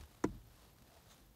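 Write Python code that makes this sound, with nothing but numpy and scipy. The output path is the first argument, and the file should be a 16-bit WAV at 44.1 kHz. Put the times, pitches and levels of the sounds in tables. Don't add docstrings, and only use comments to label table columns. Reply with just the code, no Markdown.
import sys
import numpy as np
from scipy import signal
from scipy.fft import rfft, irfft, next_fast_len
from scipy.io import wavfile
from scipy.ndimage import map_coordinates

SR = 44100
rng = np.random.default_rng(int(sys.argv[2]) if len(sys.argv) > 2 else 0)


def dump_mix(stems):
    frames = np.atleast_2d(stems).T
    limited = np.clip(frames, -1, 1)
    pcm = np.round(limited * 32767).astype(np.int16)
    wavfile.write(sys.argv[1], SR, pcm)


N = 59535


def amp(db):
    return 10 ** (np.asarray(db) / 20)


def filtered(x, response):
    size = next_fast_len(N + 8192)
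    return irfft(rfft(x, size) * response(np.fft.rfftfreq(size, 1 / SR)), size)[:N]


def noise(colour):
    row_hz, db = np.transpose(colour)
    white = rng.standard_normal(N)
    x = filtered(white, lambda hz: amp(np.interp(np.log(hz + 1), np.log(row_hz), db)))
    return x / x.std()


def since(start):
    return np.maximum(np.arange(N) / SR - start, 0)


def burst(start, rise_s, fade_s):
    t = since(start)
    return (1 - np.exp(-t / rise_s)) * np.exp(-np.log(1000) * t / fade_s)


def ring(start, hz, rise_s, fade_s):
    return burst(start, rise_s, fade_s) * np.sin(2 * np.pi * hz * since(start))


def swell(centre_s, half_length_s):
    return np.exp(-.5 * ((np.arange(N) / SR - centre_s) / half_length_s) ** 2)


def wobble(rate):
    return map_coordinates(rng.standard_normal(N), [np.arange(N) * rate / SR])


def hiss(level_db=-73.5):
    # (frequency [Hz], relative level [dB])
    colour = [(100, -7), (1000, -6), (3000, 2), (7000, -0.5), (10700, -3), (12400, 3), (13500, 1),
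              (15500, -1)]
    return amp(level_db) * noise(colour)


def pips(count=44, per_second=34, spread_hz=260, spread_db=3, jitter_s=0.0024):
    # (typical pitch [Hz], typical level [dB])
    pitches = [(12000, -73), (9600, -79)]
    out = np.zeros(N)
    for hz, db in pitches:
        for k, (late, detune, strength) in enumerate(rng.standard_normal((count, 3))):
            centre_s = k / per_second + jitter_s * late
            loudness = amp(db + spread_db * strength) * swell(centre_s, half_length_s=0.0024)
            out += loudness * np.sin(2 * np.pi * (hz + spread_hz * detune) * since(0))
    return out


def idle(level_db=-65.5):
    # (frequency [Hz], relative level [dB])
    colour = [(15, -11), (30, -23), (48, 4), (70, -1.5), (120, -5.5), (200, -9.5), (400, -15.5),
              (800, -21.5), (2000, -31), (6000, -53)]
    return amp(level_db) * noise(colour)


def cloth(grain_db=2, grains_per_second=250):
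    # (time [s], level [dB])
    rubbing = [(0, -62), (.07, -72), (0.131, -68), (.21, -72.5), (.35, -70.5), (.44, -77.5), (.53, -69.5),
               (.61, -67), (.68, -69.5), (0.737, -76), (.81, -74), (.87, -71), (.96, -67), (1.05, -71),
               (1.118, -66.5), (1.2, -70.5), (1.27, -77), (1.35, -107)]
    # (frequency [Hz], relative level [dB])
    colour = [(100, -15), (300, 3), (700, 9), (1300, 4), (2400, -1.5), (3800, 1), (6000, -3.5),
              (10000, -6.5), (15000, -22.5)]
    times, db = np.transpose(rubbing)
    level_db = np.interp(np.arange(N) / SR, times, db)
    return amp(level_db + grain_db * wobble(grains_per_second)) * noise(colour)


def sole(scuff_db=-63):
    # (middle [s], half length [s], level [dB])
    slides = [(0.916, 0.012, -67), (0.967, 0.0086, -65)]
    # (frequency [Hz], relative level [dB])
    creak_colour = [(150, -27), (400, -3.5), (560, -5), (690, 2), (830, -19), (1300, -14), (3000, -38)]
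    # (frequency [Hz], relative level [dB])
    scuff_colour = [(300, -23), (1200, 10), (2700, -0.5), (3700, 11), (4900, -6), (6500, 7), (8300, -5),
                    (10000, -14), (15000, -4)]
    creaks = sum(amp(db) * swell(centre, half) for centre, half, db in slides)
    scuff = amp(scuff_db) * swell(centre_s=1.118, half_length_s=0.019)
    return creaks * noise(creak_colour) + scuff * noise(scuff_colour)


def thuds():
    # (time [s], level [dB], pitch [Hz])
    bumps = [(.001, -45, 60), (0.028, -44, 66.5), (.817, -55.5, 66), (1.063, -59, 98)]
    return sum(amp(db) * ring(start, hz, rise_s=0.0014, fade_s=0.15) for start, db, hz in bumps)


def ticks():
    # (time [s], level before dulling [dB], dull above [Hz])
    touches = [(0.0095, -50, 14000), (.0355, -46.5, 2500), (0.7657, -63, 4500), (0.7848, -56, 5960),
               (0.8214, -57.5, 10000)]
    # (frequency [Hz], relative level [dB])
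    colour = [(300, 7.5), (800, 1), (1400, 5.5), (3000, -2), (6000, 2), (9000, -5), (15000, -7)]
    out = np.zeros(N)
    for start, db, dull_hz in touches:
        tick = amp(db) * burst(start, rise_s=0.00017, fade_s=0.016) * noise(colour)
        out += filtered(tick, lambda hz: 1 / np.hypot(1, hz / dull_hz))
    return out


def cabin(hit_s, boom_delay_s=0.0211, tail_db=-43):
    # (pitch [Hz], level [dB], time to fade by 60 dB [s])
    tones = [(44.5, -43, 0.56), (64.2, -50.5, 0.69), (114, -50.5, 0.7)]
    # (frequency [Hz], relative level [dB])
    tail_colour = [(30, -27), (90, -3), (170, -1.5), (300, -6.5), (450, -29), (700, -29.5), (1500, -37.5),
                   (4000, -84)]
    boom_s = hit_s + boom_delay_s
    boom = sum(amp(db) * ring(boom_s, hz, rise_s=0.012, fade_s=fade) for hz, db, fade in tones)
    tail = amp(tail_db) * burst(hit_s, rise_s=0.005, fade_s=0.41) * noise(tail_colour)
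    return boom + tail


def pedal(hit_s, snap_db=-28.5, chatter_db=-40, rise_s=0.00065):
    # (pitch [Hz], level [dB], time to fade by 60 dB [s])
    tones = [(123.3, -43, 0.24), (191, -28, 0.088), (227.1, -45, 0.33), (312.3, -24, 0.085),
             (345.8, -20, 0.045), (472.5, -23, 0.032), (683, -39, 0.061), (889, -37, 0.044),
             (982.5, -30, 0.045), (1409, -33.5, 0.029), (1533, -30.5, 0.014), (1695, -38, 0.024),
             (2027, -39.5, 0.033), (2244, -41, 0.027), (5685, -41.5, 0.02), (5820, -51, 0.017),
             (6900, -43, 0.022), (7120, -49, .028)]
    # (frequency [Hz], relative level [dB])
    snap_colour = [(400, -3), (1000, -22), (1700, -1.5), (2500, -12), (3500, -13), (4700, -8), (5600, 6.5),
                   (7000, -6), (9300, -5.5), (11000, -25), (15000, -20)]
    # (frequency [Hz], relative level [dB])
    chatter_colour = [(300, -14), (900, 3.5), (1600, 6), (2300, 0), (2900, -10), (4000, -5), (4800, -11),
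                      (5700, -9.5), (7000, -11), (8200, -12.5), (10500, -21.5), (15000, -25)]
    lag_cycles, rise_cycles = 0.68, 0.66
    knock = sum(amp(db) * ring(hit_s + lag_cycles / hz, hz, rise_cycles / hz, fade)
                for hz, db, fade in tones)
    bounce_s, loss_db = 0.00203, 4.5
    snaps = sum(amp(snap_db - k * loss_db) * burst(hit_s + k * bounce_s, rise_s, fade_s=0.0033)
                for k in range(3))
    chatter = amp(chatter_db) * burst(hit_s, rise_s, fade_s=0.048)
    return knock + snaps * noise(snap_colour) + chatter * noise(chatter_colour)


def scene(hit_s=0.2394):
    return (pedal(hit_s) + cabin(hit_s) + ticks() + thuds() + sole() + cloth()
            + idle() + hiss() + pips())[None]


def record(dry):
    low_cut_hz, top_hz = 26, 15700
    bass_cut = signal.butter(2, low_cut_hz, "highpass", fs=SR, output="sos")
    x = signal.sosfilt(bass_cut, dry[0])
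    return filtered(x, lambda hz: hz < top_hz)[None]


dry = scene()
out = record(dry)
dump_mix(out)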